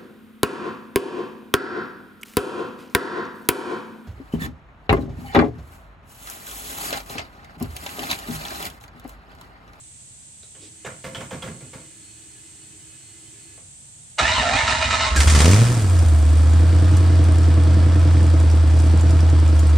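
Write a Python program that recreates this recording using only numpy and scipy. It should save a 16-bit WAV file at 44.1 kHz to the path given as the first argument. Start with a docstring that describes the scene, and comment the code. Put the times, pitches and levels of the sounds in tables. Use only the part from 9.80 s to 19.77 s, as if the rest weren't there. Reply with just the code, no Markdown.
"""Starting a V8 sand buggy

An open-framed buggy is started on a driveway, a few metres away, over a faint rumble, hum and hiss.
Dashboard switches clack and a fuel pump whines; then the starter gear grinds on the flywheel.
The engine catches with sharp pops, flares once and settles into a booming, slowly hunting idle.
Tones make the boom and whines; shaped noise and ringing pulses make the gas, gears, clacks and one barking cylinder.
"""
import sys
import numpy as np
from scipy import signal
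from scipy.fft import rfft, irfft, next_fast_len
from scipy.io import wavfile
from scipy.ndimage import uniform_filter1d

SR = 44100
rng = np.random.default_rng(int(sys.argv[2]) if len(sys.argv) > 2 else 0)


def log_audio(samples):
    """Write samples as a 16-bit WAV file to the path given in sys.argv[1]."""
    # one column per channel
    frames = np.atleast_2d(samples).T
    # limit to full scale, then quantise
    limited = np.clip(frames, -1, 1)
    pcm = np.round(limited * 32767).astype(np.int16)
    wavfile.write(sys.argv[1], SR, pcm)


N = 439677
T = np.arange(N) / SR  # time of each sample [s]


def undb(db):
    """Turn decibels into a gain."""
    return 10 ** (np.asarray(db) / 20)


def curves(table):
    """Draw straight lines between the rows of a time table, one curve for each column."""
    times, *columns = np.transpose(table)
    return [np.interp(T, times, column) for column in columns]


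def gate(start, stop, fade):
    """One between two times, with straight ramps just inside them."""
    return np.clip((T - start) / fade, 0, 1) * np.clip((stop - T) / fade, 0, 1)


def ramp(start, length):
    """Zero until the start, then straight up to one."""
    return np.clip((T - start) / length, 0, 1)


def bump(centre, width):
    """A smooth rise and fall, one at the top."""
    return np.exp(-((T - centre) / width) ** 2)


def burst(start, t60):
    """A sudden start that dies away by 60 dB in t60 seconds."""
    return (T >= start) * np.exp(-np.log(1000) * np.clip((T - start) / t60, 0, 4))


def unit(x):
    """Scale to an average (rms) level of 1."""
    return x / np.sqrt(np.mean(x ** 2))


def steady(x, size=6000):
    """Hold the rms near 1 over a window of samples, keeping the quicker pulses."""
    power = np.abs(uniform_filter1d(x ** 2, size))
    return x / np.sqrt(power + 1e-4 * np.mean(x ** 2))


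def noise():
    """White noise: every pitch equally strong."""
    return rng.standard_normal(N)


def walk(rate):
    """Random wander through `rate` points a second, rms 1; it stands still after 4096 points."""
    return unit(np.interp(T * rate, np.arange(4096), rng.standard_normal(4096)))


def colour(x, points, size=2 ** 19):
    """Filter through (Hz, dB) points without sounding ahead of time (minimum phase)."""
    hz, db = np.transpose(sorted(map(tuple, points)))
    f = np.maximum(np.fft.rfftfreq(size, 1 / SR), 1)
    log_gain = np.log(undb(np.interp(np.log(f), np.log(hz), db)))
    # folding the cepstrum forward in time gives the minimum phase
    cepstrum = irfft(log_gain)
    cepstrum[1:size // 2] *= 2
    cepstrum[size // 2 + 1:] = 0
    return irfft(rfft(x, size) * np.exp(rfft(cepstrum)))[:N]


def resonate(x, hz, width):
    """One resonance, gain 1 at its centre."""
    return signal.lfilter(*signal.iirpeak(hz, hz / max(width, 1), fs=SR), x)


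def resonate_twice(x, hz, width):
    """The same resonance twice over, for steeper sides."""
    return resonate(resonate(x, hz, width), hz, width)


def strikes(turn):
    """A pulse at each whole turn, shared between two samples."""
    step = np.maximum(np.gradient(turn), 1e-9)
    stairs = np.floor(turn) + np.minimum(turn % 1 / step, 1)
    return np.diff(stairs, prepend=turn[0] // 1 + 1) * (step > 1e-8)


def scatter(x, t60, size=20000):
    """Dense reflections from frame, ground and house fronts, as a fading noise tail."""
    tail = rng.standard_normal(size) * undb(-60 * T[:size] / t60)
    return signal.fftconvolve(x, tail / np.linalg.norm(tail))[:N]


# just before the first firing: the hiss starts to sink, and the spit's hold is timed from here
SINK_START_S = 5.21
AIR_DB, SINK_DB = -47.5, -3.5  # background level, and its fall
# colour of the background: (pitch [Hz], relative level [dB])
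AIR = [(18, -88), (30, -20), (71, -5.5), (113, 0), (158, -5.5), (176, -12), (211, -11.5), (355, -24),
       (837, -23.5), (1170, -29.5), (3410, -22.5), (5300, -25), (8250, -6.5), (10700, -30.5), (15000, -52)]


def background():
    """Shaped noise for a distant rumble and the microphones' hiss, plus a faint hum alike on both sides."""
    mid = colour(noise(), AIR)
    side = colour(colour(noise(), AIR), [(150, -9.5), (1000, 0.0), (4000, 0.0)])
    hum = undb(-73.5) * unit(resonate_twice(noise(), 318, 30))
    level_db = AIR_DB + SINK_DB * ramp(SINK_START_S, .5)
    return undb(level_db) * np.array([mid + side, mid - side]) / np.std(mid) + hum


RUSTLE_S, RUSTLE_WIDTH_S, RUSTLE_LOW_DB, RUSTLE_HIGH_DB = .845, 0.044, -52, -50.5


def rustle():
    """Someone shifts in the seat: a brief swell of low and high rubbing noise."""
    low = unit(resonate_twice(noise(), 320, 220))
    high = unit(resonate_twice(noise(), 3500, 3500))
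    return bump(RUSTLE_S, RUSTLE_WIDTH_S) * (undb(RUSTLE_LOW_DB) * low + undb(RUSTLE_HIGH_DB) * high)


# whining tones of the fuel pump: (pitch [Hz], middle level [dB])
PUMP = [(317.6, -63), (339.1, -68), (409.1, -70), (1707, -74), (2051, -73), (2562, -69), (2902, -72),
        (3074, -70), (4274, -67), (4603, -75)]


def fuel_pump():
    """The pump builds pressure for about three seconds: wavering tones over rushing noise."""
    clock = T + 0.0012 * np.cumsum(walk(9)) / SR  # a slightly uneven speed
    tones = sum(undb(db + 3.3 * walk(30.8)) * np.sqrt(2) * np.sin(2 * np.pi * f * clock) for f, db in PUMP)
    flow = undb(-60.0) * unit(resonate(noise(), 2620, 3100))
    flow = flow + undb(-65.0) * unit(resonate_twice(noise(), 307, 87))
    growth = np.interp(T, [.75, 1.1, 2.3], [.3, .75, 1])
    return gate(.75, 3.8, .03) * growth * (tones + flow)


SWITCH_ATTACK_S = .005  # how long a switch takes to bite
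THUMP_HZ, THUMP_WIDTH_HZ, THUMP_DB, THUMP_LAG_S = 138, 180, 0.5, 0.013
# switches and soft knocks, levels before the final mix of the parts: (time [s], clack level [dB],
# snap level above the clack [dB], snap pitch [Hz], panel level [dB], thump level [dB])
SWITCHES = [(0.629, -47.5, 3, 3880, -62, -68), (0.749, -45, -5, 3000, -51, -60),
            (1.047, -25, -17, 3700, -40, -41), (1.058, -29, -4, 1650, -36, -52),
            (1.239, -31, -8, 2900, -26.5, -36), (1.348, -29, 1, 3160, -31.5, -39),
            (1.404, -28.5, -18, 3100, -34, -43), (1.508, -29.5, -9, 3100, -31, -35.5),
            (1.526, -34.5, -5, 1350, -49, -44), (1.621, -31, -1, 3230, -29.5, -40),
            (1.664, -32, -10, 1900, -45, -35), (1.804, -48, -30, 3000, -43.5, -43),
            (1.93, -37, -22, 2900, -34, -41), (3.776, -44, -14, 3100, -51, -59)]
# ringing of the dashboard: (pitch [Hz], relative level [dB], time to fade by 60 dB [s])
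PANEL = [(131, 0, .22), (181, -5, .2), (236, -4, .2), (379, -9, .12), (527, 3, .09), (651, -3, .05),
         (904, -6, .025), (1087, -6, .025), (1372, -6, .025), (1658, -7, .02), (2045, -8, .02)]
# colour of the clack: (pitch [Hz], relative level [dB])
CLACK = [(240, -48), (400, -7), (527, -5), (594, -13), (646, -10.5), (2620, -18), (3180, -24), (4550, -40),
         (7000, -22.5), (9100, -34), (15400, -120)]


def switches():
    """Each switch snaps at its own pitch, rattles and shakes the dashboard; a low thump follows."""
    clack, snap, thud, shake, grain = 0, 0, 0, 0, noise()
    for s, db, snap_db, snap_hz, panel_db, thump_db in SWITCHES:
        fade = burst(s, .1) + .45 * burst(s, .36)
        clack = clack + undb(db) * fade * ramp(s - .001, SWITCH_ATTACK_S)
        snap = snap + undb(db + snap_db) * burst(s, 0.16) * unit(resonate(grain, snap_hz, 230))
        thud = thud + undb(panel_db) * burst(s + 0.003, 0.35)
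        late = s + THUMP_LAG_S
        shake = shake + undb(thump_db) * ramp(late, 0.012) * burst(late, 0.43)
    thump_noise = resonate_twice(noise(), THUMP_HZ, THUMP_WIDTH_HZ)
    thump = undb(THUMP_DB) * shake * steady(thump_noise, size=2000)
    push = thud * noise()
    # a longer ring means a narrower resonance
    panel = sum(undb(db) * np.sqrt(t60) * resonate(push, f, np.log(1000) / np.pi / t60) for f, db, t60 in PANEL)
    rattle = steady(colour(noise() * undb(3.5 * walk(260)), CLACK), size=900)
    return undb(-9.5) * clack * rattle + undb(-4.5) * snap + undb(25.0) * panel + thump


STROKE_ATTACK_S, STROKE_RELEASE_S = 0.0149, .05
# each compression loads the gear quickly and lets it go slack slowly: (time [s], lift [dB], hold [s])
COMPRESSIONS = [(4.43, 2.5, .07), (4.55, 3, 0.039), (4.643, 2.5, .04), (4.72, 4.5, .07), (4.861, 5, .055),
                (5.002, 6, 0.0193), (5.095, 6, 0.037), (5.185, 6, 0.067)]


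def compressions():
    """Lift of the gear noise in dB: the load of each stroke rises, holds and lets go."""
    lifts = []
    for s, db, hold in COMPRESSIONS:
        release = ramp(s + STROKE_ATTACK_S + hold, STROKE_RELEASE_S)
        lifts.append(db * ramp(s, STROKE_ATTACK_S) * (1 - release))
    return np.max(lifts, axis=0)


SLAM_S, SLAM_DB, SLAM_T60_S = 4.384, -12, 0.13  # the pinion slams into the ring gear
TONE_WIDTH_S, TONE_SAG_PER_S = 0.016, 0.43  # width, and share of the pitch lost per second
# the chirp starts high and drops to a fading tone
RUNOUT_S, RUNOUT_HZ, RUNOUT_DROP_HZ, RUNOUT_DROP_S, RUNOUT_DB, RUNOUT_T60_S = 5.358, 1556, 260, .011, -17.5, 0.2
# short tones where the gear whine rings the housing: (time [s], pitch [Hz], level [dB])
HOUSING_TONES = [(4.402, 1225, -25), (4.665, 1370, -25), (4.69, 1796, -29), (4.741, 2440, -28),
                 (4.807, 1795, -29), (4.884, 1296, -30), (5.142, 1284, -24), (5.23, 1310, -24.5)]


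def housing_tones_and_chirp():
    """Short sagging tones where the gear whine rings the housing; the pinion chirps as it is thrown out."""
    waver = .5 * walk(250)
    tones = 0
    for s, f, db in HOUSING_TONES:
        sagging = (T - s) * (1 - TONE_SAG_PER_S * (T - s) / 2)
        tones = tones + undb(db) * np.sqrt(2) * bump(s, TONE_WIDTH_S) * np.sin(2 * np.pi * f * sagging + waver)
    hz = RUNOUT_HZ + RUNOUT_DROP_HZ * np.exp(-np.maximum(T - RUNOUT_S, 0) / RUNOUT_DROP_S)
    chirp = np.sin(2 * np.pi * np.cumsum(hz) / SR + waver)
    runout = undb(RUNOUT_DB) * ramp(RUNOUT_S, .008) * burst(RUNOUT_S, RUNOUT_T60_S) * chirp
    return ramp(SLAM_S, .01) * tones + runout


GEAR_DB, GEAR_EASE_DB_PER_S = -21.5, 6.5  # gear noise between strokes eases as the engine frees up
STROKE_SAG = .035  # share of the speed between slack and the strongest stroke
PUMPING_DB, CHUFF_S = -30.5, 0.022  # steady level of the pumped air; width of a chuff
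# the starter spins up, bogs down about a quarter second in and recovers:
# (time [s], middle tooth rate [Hz])
MESH = [(4.38, 649.3), (4.45, 890), (4.5, 965), (4.575, 1050), (4.605, 895.7), (4.645, 685), (4.7, 715.4),
        (4.795, 914.6), (4.97, 931), (5.28, 1075), (5.37, 1070)]
# colour of the bell housing: (pitch [Hz], relative level [dB])
HOUSING = [(210, -67), (350, -13.5), (544, -15), (646, 6.5), (768, -12), (899, 1.5), (1160, -6.5),
           (1310, 2.5), (1580, -5), (1740, 0.5), (3370, -10), (3760, -2.5), (4760, -11.5), (8380, -15),
           (15000, -93)]
# ringing of the bell housing: (pitch [Hz], width [Hz], middle relative level [dB])
RINGS = [(649, 24, 6), (890, 35, 9), (1290, 60, 4), (1770, 42, 1.5), (2046, 42, 1), (2440, 44, 4),
         (2690, 90, 4), (2875, 55, 4), (3700, 110, 2), (3900, 81, -3)]
# whine of the gears: (multiple of the tooth rate, middle relative level [dB])
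WHINE = [(1, 3), (1.4, -11), (2, -8), (2.4, -10), (3, -8), (4, -8)]
# colour of the pumped air: (pitch [Hz], relative level [dB])
PUMPING = [(18, -46), (30, -15.5), (70, 8), (116, -1.5), (162, -17.5), (270, -4), (303, -21), (393, -29),
           (450, -21.5), (580, -35), (990, -120)]
# strong chuffs of pumped air: (time [s], lift [dB])
CHUFFS = [(4.42, 7.8), (4.6, 3.1), (4.76, 3.2), (5.08, 6.1), (5.33, 4.4)]


def starter():
    """The pinion slams in; its teeth clash and ring the housing while the cylinders pump air."""
    hz, = curves(MESH)
    stroke_db = compressions()
    gear_db = GEAR_DB - GEAR_EASE_DB_PER_S * (T - MESH[0][0]) + stroke_db
    hz = hz * (1 + STROKE_SAG * (.5 - stroke_db / np.max(stroke_db)))
    turn = np.cumsum(hz * (1 + .024 * walk(160))) / SR
    # backlash makes each tooth land early or late; the pinion's turn makes the grind pulse
    landing = turn + .08 * walk(700)
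    grind = undb(2 * walk(350) + 2 * np.sin(2 * np.pi * turn / 5))
    clash = strikes(landing) * grind * undb(0.97 * walk(700))
    teeth = unit(clash) + 4.4 * unit(noise() * grind)
    rings = sum(undb(db + 4.3 * walk(22)) * resonate(teeth, f, width) for f, width, db in RINGS)
    rings = colour(rings, [(300, -15), (600, 0), (4200, 0), (8500, -5), (11000, -24), (15000, -36)])
    whine = sum(undb(db + 4 * walk(28)) * np.sin(2 * np.pi * k * turn + .6 * walk(300)) for k, db in WHINE)
    # the frame's reflections break the whine into flutters; it sings most while the cold engine drags
    whine = steady(whine + .8 * scatter(whine, .07), size=1500)
    sing_db = np.interp(T, [4.4, 4.6, 4.8, 4.87, 5.22, 5.3], [-1, 3, 1, -5, -6, -2])
    gears = unit(colour(teeth, HOUSING)) + undb(-6) * unit(rings) + undb(sing_db) * unit(whine * grind)
    meshed = gate(4.372, 5.39, 0.02) ** 2
    gears = meshed * undb(gear_db) * steady(gears, size=1200)
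    slam_shape = ramp(SLAM_S - .003, 0.018) * burst(SLAM_S, SLAM_T60_S)
    slam = undb(SLAM_DB) * slam_shape * unit(colour(noise(), HOUSING))
    slam = slam + undb(-32.5) * burst(SLAM_S + 0.014, 0.35) * unit(resonate(noise(), 230, 160))
    pump_db = PUMPING_DB + sum(db * bump(s, CHUFF_S) for s, db in CHUFFS)
    pumping = steady(colour(noise() * undb(4.5 * walk(25)), PUMPING), size=3000)
    pumping = gate(4.395, 7.1, 0.04) * undb(pump_db) * pumping
    return pumping + gears + slam + housing_tones_and_chirp()


TICK_DB, TICK_SPREAD_DB, TICK_T60_S = -50, 5.5, .028  # lesser ticks: middle level, spread; fade of all
HARD_TICK_DB = -5  # trim of the hard ticks
# hardest ticks of the valve gear: (time [s], level before the trim [dB])
TICKS = [(5.948, -24.5), (5.976, -27), (6.021, -22.5), (6.19, -26), (6.2255, -26.5), (6.5708, -31),
         (6.7349, -27.5), (7.1125, -33), (7.168, -25), (7.4408, -25.5), (7.5834, -30), (7.6323, -32),
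         (7.8364, -32.5), (8.6006, -31.5), (8.7014, -30), (8.714, -30), (8.99, -28), (9, -28),
         (9.2096, -31), (9.2953, -33), (9.308, -27), (9.4058, -30), (9.756, -36), (9.7942, -28)]
# ringing of the ticks: (pitch [Hz], width [Hz], middle relative level [dB])
ROCKERS = [(5500, 1300, 0.5), (7030, 1400, 0.5), (8620, 1700, 2), (10340, 2600, -10.5), (13000, 1900, -19)]


def valves(turn):
    """Valves tick onto their seats in loose clusters, a few much harder; the ringing keeps changing."""
    size_db = TICK_DB + np.minimum(TICK_SPREAD_DB * walk(170) + 3 * walk(9), 11)
    seats = strikes(turn + .85 + .3 * walk(90)) * undb(size_db) * gate(5.4, 11, .05)
    light = signal.lfilter([1], [1, -undb(-60 / TICK_T60_S / SR)], seats)  # each pulse fades away
    hard = sum(undb(db + HARD_TICK_DB) * burst(s, TICK_T60_S) for s, db in TICKS)
    metal = sum(undb(db + 4 * walk(60)) * unit(resonate_twice(noise(), f, width)) for f, width, db in ROCKERS)
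    return (light + hard) * unit(metal)


# the idle sinks slowly and hunts around its mean; IDLE_HZ is the mean at the crest HUNT_CREST_S
IDLE_HZ, IDLE_SAG_HZ_PER_S, SETTLE_S = 85.95, 2.513, .747
HUNT_HZ, HUNT_PERIOD_S, HUNT_CREST_S = 1.748, 1.152, 7.078
# crankshaft from the first firing to the end of the flare: (time [s], firings per second [Hz])
FLARE = [(5.3, 63.12), (5.502, 79.17), (5.603, 71.14), (5.82, 116.63), (5.929, 122.6), (6.075, 91.35),
         (6.389, 75.68)]


def crankshaft():
    """Firing rate: one flare, then a hunting idle; also how far the idle has settled, 0-1."""
    flare, = curves(FLARE)
    since = T - HUNT_CREST_S
    idle = IDLE_HZ - IDLE_SAG_HZ_PER_S * since + HUNT_HZ * np.cos(2 * np.pi * since / HUNT_PERIOD_S)
    settled = ramp(FLARE[-1][0], SETTLE_S)
    return flare + settled * (idle - flare), settled


PULL_S, COAST_S = 5.677, 5.96  # the engine pulls hardest, then coasts with the throttle shut
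BOOM_DB, BOOM_COLD_DB, BOOM_RISE_S = -13.5, -6, .05  # idle level; the first firings are weaker
PULL_DB, PULL_WIDTH_S, COAST_DB, COAST_WIDTH_S = -0.5, .06, -5.5, 0.14  # boom change at each time
MISFIRE_S = 0.0097  # width of a dip
HICCUP_S, HICCUP_DB = 5.8, 10  # one extra hard bark during the flare
BLAT_DB, BLAT_RISE_DB_PER_S, BLAT_FALL_DB_PER_S = -20, 68, 46  # peaks at the hardest pull
# gas rush: idle level, extra during the start, time for that to go, and how it follows the speed
GAS_DB, GAS_START_DB, GAS_RELEASE_S, GAS_DB_PER_HZ = -34, 11.5, 0.4, 0.18
# sharp spit of the cold exhaust: held at first, then fading towards its idle level
SPIT_DB, SPIT_COLD_DB, SPIT_HOLD_S, SPIT_FADE_S = -51.5, 27.5, 0.075, 0.88
# firings that come weak or fail, so that the boom drops out: (time [s], level change [dB])
MISFIRES = [(5.354, -16), (5.452, -7), (5.87, -4.5), (5.94, -5.5), (6.01, -3), (6.246, -5), (9.208, -5)]
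# strength of the barking cylinder, which comes and goes: (time [s], level [dB])
LOPE = [(6.3, -31), (6.7, -31.5), (6.85, -26), (7.15, -25.5), (7.7, -25), (8.05, -24), (8.17, -26),
        (8.45, -24), (8.65, -27), (8.75, -28.5), (8.86, -28), (8.95, -25.5), (9.25, -25.5), (9.62, -26.5),
        (9.73, -28.5), (9.95, -29.5)]


def exhaust_levels(hz, settled):
    """Boom, bark, blat, gas and spit in dB, shaped by pulling, coasting, misfires and engine speed."""
    boom = BOOM_DB + BOOM_COLD_DB * np.exp(-np.maximum(T - FLARE[0][0], 0) / BOOM_RISE_S)
    boom = boom + PULL_DB * bump(PULL_S, PULL_WIDTH_S) + COAST_DB * bump(COAST_S, COAST_WIDTH_S)
    boom = boom + sum(db * bump(s, MISFIRE_S) for s, db in MISFIRES)
    bark = curves(LOPE)[0] + HICCUP_DB * bump(HICCUP_S, 0.02)
    blat = BLAT_DB - np.maximum(BLAT_RISE_DB_PER_S * (PULL_S - T), BLAT_FALL_DB_PER_S * (T - PULL_S))
    released = ramp(PULL_S, GAS_RELEASE_S)
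    surge_hz = (np.minimum(hz, IDLE_HZ) - np.mean(hz[settled == 1])) * released
    gas = GAS_DB + GAS_START_DB * (1 - released) + GAS_DB_PER_HZ * surge_hz
    spit = SPIT_DB + SPIT_COLD_DB * np.exp(-np.maximum(T - SINK_START_S - SPIT_HOLD_S, 0) / SPIT_FADE_S)
    return boom, bark, blat, gas, spit


# unburnt charges that pop as the engine catches: (time [s], level before a 9 dB cut [dB],
# time to fade by 60 dB [s])
POPS = [(5.3608, -11.5, 0.23), (5.4034, -8.5, .12), (5.474, -9, 0.15), (5.4985, -14, 0.2),
        (5.549, -9, 0.16), (5.5893, -12.5, 0.093), (5.604, -11, .08), (5.6194, -19, .05),
        (5.6451, -12, 0.037), (5.6583, -5.5, 0.034), (5.6806, -11.5, 0.035), (5.712, -8, .04),
        (5.7326, -9.5, 0.027), (5.7615, -13.5, 0.025), (5.7903, -18, 0.033)]
# colour of the pops, also of the rasp under load: (pitch [Hz], relative level [dB])
POP = [(240, 1.5), (400, -16), (567, -18), (768, -2), (1370, 2.5), (1500, -4), (1770, 1), (2920, -2),
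       (8560, -4), (15000, -36)]


def exhaust_pops():
    """Unburnt charges go off in the exhaust: sudden bursts of coloured noise."""
    crackle = steady(colour(noise() * undb(3 * walk(900)), POP), size=500)
    return sum(undb(db - 9.0) * burst(s, t60) for s, db, t60 in POPS) * crackle


# cylinders in firing order: (push above or below the even flow, gas puff [dB], boom [dB]),
# each before the load and chance that vary it
CYLINDERS = [(-0.049, -9, 0.8), (-0.19, 3, 1.5), (-0.084, -0.5, 1.5), (0.052, -16, 1), (0.44, -1.5, 1),
             (-0.073, -15.5, 0.5), (0.21, -2.5, 1), (-0.11, -0.5, 2.5)]
# tailpipe resonances: (pitch [Hz], width [Hz], relative level [dB])
TAILPIPE = [(118.6, 46, 7), (181, 35, -0.5), (304, 54.4, 5), (479, 59, -7), (645.7, 24, -6.5)]
# colour of the turbulence in the pipes: (pitch [Hz], relative level [dB])
PIPE = [(30, -11), (48, -14), (75, 4.5), (115, 1), (145, 15.5), (165, 3), (185, 10.5), (235, 7), (300, 2.5),
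        (340, -24), (400, -15), (490, 0), (570, -36), (650, -18), (800, -52), (1500, -70.5)]
# colour of the blat under load: (pitch [Hz], relative level [dB])
BLAT = [(60, -12), (140, 3.5), (230, 2.5), (330, -6.5), (480, -6.5), (900, -24.5), (2500, -42.5)]
# colour of the rushing gas: (pitch [Hz], relative level [dB])
GAS = [(240, -34), (400, -3.5), (428, -11.5), (490, -4), (588, -5), (644, -2.5), (855, -7), (1270, -7.5),
       (1510, -12), (1650, -10), (1910, -15), (4130, -17.5), (4680, -16), (5060, -20.5), (6000, -22),
       (7800, -49), (13200, -120)]
# colour of the spit: (pitch [Hz], relative level [dB])
SPIT = [(2350, -18), (4000, -7), (8740, 5), (10700, -10), (14200, -14), (15500, -47)]


def engine():
    """Even firings merge into a boom; unequal cylinders ring the pipes; each firing puffs gas."""
    hz, settled = crankshaft()
    boom_db, bark_db, blat_db, gas_db, spit_db = exhaust_levels(hz, settled)
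    turn = np.cumsum(hz * (T > FLARE[0][0])) / SR  # one whole turn per firing
    count, phase = turn.astype(int), turn % 1
    push, puff_db, swell_db = np.transpose(CYLINDERS)[:, count % len(CYLINDERS)]
    chance = rng.standard_normal((1000, 4))[count].T  # four random values for each firing
    load = np.interp(T, [5.8, 6.15], [1, 0])
    swell = uniform_filter1d(undb(swell_db + (0.76 + 2.0 * load) * chance[0]), size=400)
    boom = swell * np.sqrt(2) * np.cos(2 * np.pi * (turn + 0.14 + 0.013 * walk(35)))
    # one cylinder barks once a cycle, with a gust of turbulence behind it
    firings = strikes(turn) * undb(.7 * chance[1])
    uneven = firings * (push + .05 * chance[2])
    ring = sum(undb(db) * resonate_twice(uneven, f, width) for f, width, db in TAILPIPE)
    gust = np.abs(push) * np.exp(-phase / .8) + .33
    pipe = steady(ring, size=9000) + undb(-8) * unit(colour(noise() * gust, PIPE))
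    # under load every cylinder fires hard and the gas rasps
    blat = steady(colour(firings * undb(2.3 * chance[2]), BLAT))
    blat = blat + undb(6.5) * unit(colour(noise() * np.exp(-phase / 0.23), BLAT))
    bark = undb(bark_db) * (1 - 0.5 * load) * pipe + undb(blat_db) * blat
    puff = undb(puff_db * (1 - .7 * load) + 1.8 * chance[3]) * np.exp(-phase / .3)
    flow = noise() * (puff + 1.34 + .5 * gust)
    roar = unit(resonate_twice(flow, 1210, 900))
    gas = steady(unit(colour(flow, GAS)) + undb(-23.0) * roar)
    rasp = steady(colour(noise() * (puff + .3), POP))
    spit = steady(colour(noise() * (puff + 0.46), SPIT))
    highs = undb(gas_db) * (gas * (1 - 0.4 * load) + 0.86 * load * rasp) + undb(spit_db) * spit
    # the first firings come as separate coughs; the steady rush builds up behind them
    rush = np.interp(T, [5.35, 5.37, 5.53, 5.62], [0, .4, .5, .85])
    lows = gate(FLARE[0][0], 11, 0.021) * (undb(boom_db) * boom + bark)
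    return lows + rush * highs + exhaust_pops() + valves(turn)


# width of the sound: (pitch [Hz], level of the reflections put in the side signal [dB])
WIDTH = [(300, -21.5), (550, -10), (1000, -4.5), (2000, -7), (4000, -10.5), (8000, 0.5)]


def scene():
    """The buggy straight ahead; reflections widen its upper range."""
    buggy = engine() + starter() + switches() + rustle() + fuel_pump()
    bass = signal.sosfiltfilt(signal.butter(4, 260, fs=SR, output="sos"), buggy)
    upper = buggy - bass
    mid = buggy + undb(-11) * scatter(colour(upper, [(350, -12), (600, 0)]), .16)
    # the two microphones hear the bass slightly out of step: add some of it a quarter cycle late
    late_bass = signal.hilbert(bass, next_fast_len(N)).imag[:N]
    side = colour(scatter(upper, 0.32), WIDTH) + undb(-19.0) * late_bass
    # the first channel is a little quieter, less so from 5.5 s on
    lean_db = np.interp(T, [5.2, 5.5], [-1.8, -.5])
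    return (np.array([mid + side, mid - side]) + background()) * undb(np.array([lean_db, -lean_db]) / 2)


TOP_HZ = 15600  # highest pitch let through


def record(dry):
    """The microphones' electronics round the highest peaks and cut the top of the treble."""
    rounded = dry / (1 + (dry / .85) ** 6) ** (1 / 6)
    return signal.sosfilt(signal.ellip(8, .2, 70, TOP_HZ, fs=SR, output="sos"), rounded)


dry = scene()
out = record(dry)
log_audio(out)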